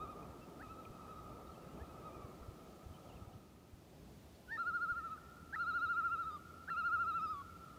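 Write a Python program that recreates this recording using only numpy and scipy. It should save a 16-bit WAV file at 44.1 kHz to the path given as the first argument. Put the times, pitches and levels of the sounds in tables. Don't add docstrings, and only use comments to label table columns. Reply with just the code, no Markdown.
import sys
import numpy as np
from scipy import signal
from scipy.fft import rfft, irfft, next_fast_len
from scipy.io import wavfile
from scipy.ndimage import uniform_filter1d, map_coordinates

SR = 44100
rng = np.random.default_rng(int(sys.argv[2]) if len(sys.argv) > 2 else 0)


def master(y):
    cut = np.clip(np.atleast_2d(y).T, -1, 1)
    pcm = np.round(cut * 32767)
    wavfile.write(sys.argv[1], SR, pcm.astype(np.int16))


def how_loud(loudness_db):
    steps = np.asarray(loudness_db, float) / 20
    return 10 ** steps


N = 343098

# t/s, f/Hz, level/dB, 2nd partial below it/dB
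FAR_CALLS = [
    [(0, 1270, -44.5, -23), (.11, 1255, -53, -22), (.19, 1226, -56.5, -22), (.27, 1085, -70, -21)],
    [(.627, 1280, -53, -13), (.72, 1320, -53.5, -19.5), (.87, 1309, -56.5, -24), (.95, 1285, -67.5, -10),
     (1.11, 1296, -53.5, -23), (1.19, 1280, -55, -27), (1.26, 1265, -62, -22), (1.34, 1230, -58, -27),
     (1.38, 1180, -66, -16)],
    [(1.83, 1265, -62, -18), (1.98, 1293, -67, -12), (2.06, 1276, -52, -21), (2.15, 1233, -60, -8.5),
     (2.23, 1160, -59.5, -13), (2.33, 1090, -70, -12)],
]
# t/s, f/Hz, level/dB, 2nd partial below it/dB, throat resonance f/Hz
NEAR_CALLS = [
    [(4.574, 1375, -38.5, -31, 3900), (4.68, 1433, -36, -37, 4600), (4.83, 1423, -36.5, -43, 4480),
     (4.91, 1425, -36, -44, 4680), (4.98, 1401, -41.5, -34, 4600), (5.13, 1306, -43.5, -32, 4100),
     (5.166, 1242, -52, -30, 4000)],
    [(5.559, 1410, -37, -31, 4360), (5.76, 1426, -36, -33.5, 3940), (5.95, 1410, -34.8, -29.5, 3640),
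     (6.03, 1399, -34.5, -40, 3400), (6.13, 1392, -36.5, -25.5, 3420), (6.21, 1382, -38.5, -32.5, 3570),
     (6.3, 1310, -42, -38, 3620), (6.36, 1208, -45.5, -44, 3580), (6.378, 1115, -60, -28, 3600)],
    [(6.701, 1366, -40.5, -18, 4180), (6.79, 1410, -37, -22, 4340), (6.94, 1418, -33.5, -33, 4770),
     (7.09, 1378, -37, -27, 4380), (7.18, 1359, -37, -24, 3470), (7.31, 1296, -39, -31, 3420),
     (7.37, 1133, -48, -33, 3417), (7.422, 1110, -50, -31, 3300)],
]
# t of one dip/s, waver period/s, t the beak opens/s
WAVER_TIMES = [
    (.068, .077, .3),
    (.676, .0783, 1.4),
    (1.945, .0818, 2.3),
    (4.645, .0746, 5.17),
    (5.578, .0739, 6.295),
    (6.752, .0751, 7.19),
]
# dip depth/dB, slack pitch f/Hz
WAVER_DEPTHS = [(9.5, 1040), (14, 1110), (11, 1050), (10.5, 1125), (8.5, 1130), (6.5, 1125)]
# t/s, level/dB
LINGER_LEVEL = [(0, -63), (.22, -60), (.45, -68), (.8, -65), (1.26, -60), (1.74, -66.5), (2.1, -63),
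                (2.7, -68), (3.33, -71.5), (3.75, -82.5), (4.0, -100)]
# f/Hz, level per Hz/dB
LINGER_COLOUR = [(620, -27.5), (1050, -14), (1210, 8.5), (1290, 11), (1360, 5), (1440, -34), (1500, -25),
                 (1950, -51), (3300, -120)]
# t/s, level/dB
WATER_STIR = [(0.0, -58.5), (0.17, -57.5), (0.91, -61), (1.9, -57.5), (3.07, -63.5), (3.1, -61),
              (3.59, -69.5), (4.12, -65), (4.16, -69), (4.48, -66.5), (7.65, -67), (7.78, -67)]
# f/Hz, level per Hz/dB
HULL_COLOUR = [(25, -38), (45, -18), (70, -2), (110, -6.5), (160, -13.5), (300, -41), (600, -120)]
# f/Hz, level per Hz/dB
SWELL_COLOUR = [(12, -51), (25, -23.5), (35, -8.5), (48, -4), (65, 1), (100, -35), (200, -120)]
# f/Hz, level per Hz/dB
GURGLE_COLOUR = [(50, -43), (90, -11.5), (160, 1.5), (230, -1.5), (310, -2), (420, -8), (700, -42),
                 (1400, -120)]
# f/Hz, level per Hz/dB
WASH_COLOUR = [(100, -120), (200, -32.5), (350, 0), (500, -0.5), (630, 0), (780, -2.5), (1000, -9),
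               (1400, -17.5), (2500, -30.5), (6000, -120)]
# t/s, level/dB
HISS_LEVEL = [(0, -69.5), (3.1, -69.5), (3.55, -73), (4.1, -70), (7.78, -69.5)]
# f/Hz, level per Hz/dB
HISS_COLOUR = [(300, -25), (600, -16.5), (1000, 9), (1700, 5), (2500, 5.5), (5000, 2), (10200, -3),
               (11400, -3), (14300, -4.5), (15050, 3), (15400, -9), (17000, -14.5)]
# delay/s, rise/s, t60/s, level/dB, treble edge f/Hz, pitch drop f/Hz of shores the bird flies away from
SHORE_ECHOES = [
    (0.0043, 0.0033, 0.069, -19, 5800, 2),
    (0.426, 0.02, 0.38, -23, 2400, -1),
    (0.4, .1, 4.5, -26.5, 1970, 1),
    (0.24, 0.19, 4.5, -25.5, 1420, 94.5),
]
# t/s, length/s, start f/Hz, end f/Hz, level/dB
CHIRPS = [(.22, 0.02, 2420, 2480, -72), (0.277, .05, 2570, 2620, -77), (0.405, 0.049, 2630, 2710, -71.5),
          (.85, .006, 3600, 2500, -70), (.851, 0.0077, 2540, 2360, -61), (1.468, 0.015, 3780, 3690, -77),
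          (1.512, 0.016, 4150, 4380, -78), (1.532, .02, 3330, 3000, -75), (1.552, .02, 2590, 2700, -72),
          (1.61, .047, 2800, 2540, -75), (1.674, .063, 2700, 2890, -76.5), (1.743, .041, 3250, 2380, -74.5),
          (1.785, 0.027, 3020, 3130, -76.5), (2.935, 0.021, 3220, 2900, -72),
          (2.954, 0.016, 2880, 3260, -70.5), (3.064, 0.055, 3480, 2560, -74),
          (3.106, 0.045, 2450, 3340, -72), (3.143, 0.045, 3270, 2200, -69), (3.324, .018, 2700, 3250, -77),
          (3.354, .03, 3230, 2700, -78), (4.34, .031, 4130, 4670, -75), (5.957, 0.028, 2230, 2640, -71),
          (6.02, 0.045, 2670, 2120, -73), (7.481, .066, 2214, 2200, -79)]
# t/s, length/s, start f/Hz, end f/Hz, peak level/dB
SHORT_YELPS = [
    (0.595, 0.037, 1370, 2080, -53.5),
    (1.792, 0.038, 1610, 1900, -60.5),
    (5.526, .034, 1529, 2115, -39.5),
    (6.676, .026, 1444, 1990, -42),
]
# t/s, f/Hz, level/dB
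HELD_YELP = [(4.476, 1493, -67), (4.49, 1458, -54), (4.505, 1596, -50.5), (4.518, 1770, -43),
             (4.534, 1844, -41), (4.548, 1840, -44), (4.564, 1757, -44), (4.572, 1840, -48.5)]
# multiple of the fundamental, level/dB
YELP_PARTIALS = [(1, -17.5), (2, -1), (3, -32), (4, -27), (5, -24), (6, -31)]
# added fundamental level/dB, added overtone level/dB
YELP_TILTS = [(12, -7), (11, -7), (-4, -11), (-4, -10), (-1, -5)]
# t/s, f/Hz, length/s, peak level/dB
SLAPS = [(0.908, 92.0, 0.0047, -41.5), (1.515, 88.5, 0.021, -62), (1.824, 70.4, 0.016, -42.5),
         (2.249, 100, 0.0084, -41.5), (2.416, 69.5, 0.0072, -45), (2.489, 79, 0.0048, -38),
         (2.641, 99.0, 0.007, -54), (2.867, 70, 0.0061, -43.5), (2.91, 84.0, 0.018, -48.5),
         (3.094, 84.5, 0.0093, -49), (3.159, 70.0, 0.011, -49.6), (3.225, 87.0, 0.01, -45),
         (3.279, 100, 0.0056, -43.5), (3.356, 116, 0.013, -48.5), (3.74, 74.4, 0.0066, -46),
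         (4.923, 71, 0.0055, -44.5), (7.674, 145.8, 0.013, -51.5)]
# t/s, length/s, start f/Hz, end f/Hz, level/dB
VOICE_BREAKS = [
    (4.485, .017, 2850, 3180, -73),
    (4.496, 0.015, 3150, 2600, -74),
    (4.58, 0.019, 1610, 1770, -57),
    (5.17, .007, 1863, 1510, -66),
    (5.173, 0.017, 1540, 1370, -56),
]
# t/s, f/Hz, level/dB
MOTOR_RUNS = [
    [(4.9, 69, -69), (5.66, 83.13, -67.5), (7.78, 89.55, -62.5)],
]


def unit(x):
    return x / np.sqrt(np.mean(x ** 2) + 1e-20)


def span(rows):
    s, *columns = np.transpose(rows)
    n = np.arange(max(round(s[0] * SR), 0), min(round(s[-1] * SR), N))
    return n, [np.interp(n / SR, s, column) for column in columns]


def level_curve(rows):
    s, db = np.transpose(rows)
    return np.interp(np.arange(N) / SR, s, db)


def wobble(rate):
    knots = rng.standard_normal(int(N * rate / SR) + 4)
    return map_coordinates(knots, [np.arange(N) * rate / SR])


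def rush(colour, patchy_db):
    z = signal.stft(rng.standard_normal(N + 512), nperseg=512)[2]
    field = uniform_filter1d(rng.standard_normal(z.shape), size=5, axis=0)
    field = uniform_filter1d(field, size=12, axis=1)
    noise = signal.istft(z * how_loud(patchy_db * unit(field)), nperseg=512)[1]
    f, db = np.transpose(colour)
    m = next_fast_len(len(noise))
    gain = how_loud(np.interp(np.log(np.fft.rfftfreq(m, 1 / SR) + 1), np.log(f + 1), db))
    return unit(irfft(rfft(noise, m) * gain, m)[:N])


def add(out, n, hz, partials, edge):
    turn = 2 * np.pi * np.cumsum(hz) / SR
    ends = np.clip(np.minimum(n - n[0], n[-1] - n) / (edge * SR), 0, 1)
    voice = sum(how_loud(db) * np.sin(k * turn + k) for k, db in partials)
    out[n] += ends * np.sqrt(2) * voice


def resonance(hz, centre_hz, width_hz):
    return -20 * np.log10(1 + ((hz - centre_hz) / width_hz) ** 2)


def tremolos():
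    level_lag_s = 0.0015
    swing, full_swing_hz = 0.6, 85
    pitch_round, level_round = 1.05, 1.25
    third_db, throat_width_hz = -27.5, 303
    fourth_db, beak_hz, beak_width_hz = -46.5, 4860, 450
    beak_open_db, beak_open_s = 15, 0.03
    out, flutter_db = np.zeros(N), 0.3 * wobble(60)
    fading_db = [2.07 * wobble(40) for _ in range(3)]
    far_throat_hz = 3770
    far = [[row + (far_throat_hz,) for row in call] for call in FAR_CALLS]
    for rows, (dip_s, period, open_s), (depth_db, slack_hz) in zip(far + NEAR_CALLS, WAVER_TIMES, WAVER_DEPTHS):
        n, (crest_hz, crest_db, second_db, throat_hz) = span(rows)
        t = n / SR
        arch = np.abs(np.sin(np.pi * (t - dip_s) / period))
        late_arch = np.abs(np.sin(np.pi * (t - dip_s - level_lag_s) / period))
        swing_hz = swing * np.maximum(crest_hz - slack_hz, 0)
        hz = crest_hz - swing_hz * (1 - arch ** pitch_round)
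        hz = uniform_filter1d(hz, size=400, mode="nearest")
        sink_db = depth_db * np.minimum(swing_hz / full_swing_hz, 1) * (1 - late_arch ** level_round)
        db = uniform_filter1d(crest_db - sink_db, size=300, mode="nearest") + flutter_db[n]
        beak_db = fourth_db + beak_open_db * np.clip((t - open_s) / beak_open_s, 0, 1)
        upper = [second_db - 10 * (1 - arch),
                 third_db + resonance(3 * hz, throat_hz, throat_width_hz),
                 beak_db + resonance(4 * hz, beak_hz, beak_width_hz)]
        stack = [(j + 2, crest_db + level + fading_db[j][n]) for j, level in enumerate(upper)]
        add(out, n, hz, [(1, db)] + stack, edge=0.0014)
    return out


def linger():
    db = level_curve(LINGER_LEVEL) + 1.5 + 1.24 * wobble(25.96)
    return how_loud(db) * rush(LINGER_COLOUR, patchy_db=0.0)


def water():
    wash_db = level_curve(WATER_STIR)
    stir_db = wash_db - wash_db.mean()
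    hull_db = -62 + 0.4 * stir_db
    gurgle_db = -61.5 + 0.6 * stir_db
    lap, rock = wobble(9), wobble(11)
    out = how_loud(hull_db - 2.5) * unit(how_loud(1.5 * rock) * rush(HULL_COLOUR, patchy_db=0.8))
    swell_db = hull_db + 0.8 * (wash_db + 58.5) - 4
    out += how_loud(swell_db) * unit(how_loud(3.7 * rock) * rush(SWELL_COLOUR, patchy_db=1.5))
    out += how_loud(gurgle_db + 0.5 + 0.37 * lap + 0.2 * rock) * rush(GURGLE_COLOUR, patchy_db=0.53)
    out += how_loud(wash_db + 0.17 * lap) * rush(WASH_COLOUR, patchy_db=1.56)
    return out


def air():
    return how_loud(level_curve(HISS_LEVEL)) * rush(HISS_COLOUR, patchy_db=0.3)


def shore(birds):
    t, out = np.arange(3 * SR) / SR, np.zeros(N)
    turning = signal.hilbert(birds, next_fast_len(N))[:N]
    for delay, rise, t60, db, edge_hz, drop_hz in SHORE_ECHOES:
        u = np.maximum(t - delay, 0)
        decay_db = -60 * u / t60 + 2.8 * wobble(24)[:len(t)]
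        tail = (1 - np.exp(-u / rise)) * how_loud(decay_db) * rng.standard_normal(len(t))
        dull = signal.butter(4, edge_hz, fs=SR, output="sos")
        tail = signal.sosfilt(dull, tail / np.linalg.norm(tail))
        heard = np.real(turning * np.exp(-2j * np.pi * drop_hz * np.arange(N) / SR))
        out += how_loud(db) * signal.fftconvolve(heard, tail)[:N]
    return out


def whistles(rows, shimmer):
    out = np.zeros(N)
    for s, length, from_hz, to_hz, db in rows:
        n = round(s * SR) + np.arange(round(length * SR))
        add(out, n, np.linspace(from_hz, to_hz, len(n)), [(1, db + 3 * shimmer[n])], edge=length * 0.25)
    return out


def chirps(shimmer):
    return whistles(CHIRPS, shimmer)


def yelp_rows(s, length, from_hz, to_hz, db):
    peak, rise_db, fall_db = 0.6, 11, 15
    u = np.linspace(0, 1, num=12)
    rising = rise_db * (1 - u / peak) ** 2
    falling = fall_db * ((u - peak) / (1 - peak)) ** 2
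    loss_db = np.where(u < peak, rising, falling)
    return np.transpose([s + length * u, from_hz + (to_hz - from_hz) * u ** 1.65, db - loss_db])


def yelps():
    out = np.zeros(N)
    tracks = [yelp_rows(*yelp) for yelp in SHORT_YELPS] + [HELD_YELP]
    for rows, (low_db, high_db) in zip(tracks, YELP_TILTS):
        n, columns = span(rows)
        hz, db = uniform_filter1d(columns, size=150, mode="nearest")
        partials = [(k, db + rel_db + low_db * (k < 2) + high_db * (k > 2)) for k, rel_db in YELP_PARTIALS]
        add(out, n, hz / 2, partials, edge=0.00071)
    return out


def slaps():
    out, t = np.zeros(N), np.arange(-4000, 4000) / SR
    phases = rng.uniform(0, 2 * np.pi, len(SLAPS))
    for (s, hz, length, db), phase in zip(SLAPS, phases):
        thud = np.exp(-(t / (0.85 * length)) ** 2) * np.cos(2 * np.pi * hz * t + phase)
        out[round(s * SR) - 4000:][:len(t)] += how_loud(db) * thud
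    return out


def voice_breaks(shimmer):
    return whistles(VOICE_BREAKS, shimmer)


def motor():
    out = np.zeros(N)
    n, (hz, db) = span(MOTOR_RUNS[0])
    db = db + 0.6 * wobble(7)[n]
    hz = hz * (1 + 0.02 * wobble(9.8)[n])
    add(out, n, hz, [(1, db), (2, db - 9.5)], edge=0.31)
    return out


def scene():
    shimmer = wobble(90)
    birds = tremolos() + chirps(shimmer) + yelps() + voice_breaks(shimmer)
    lake = linger() + water() + slaps()
    return (birds + shore(birds) + lake + air() + motor())[None]


def top_cut(x):
    return signal.sosfilt(signal.butter(12, 15890, fs=SR, output="sos"), x)


def record(dry):
    return top_cut(dry)


dry = scene()
out = record(dry)
master(out)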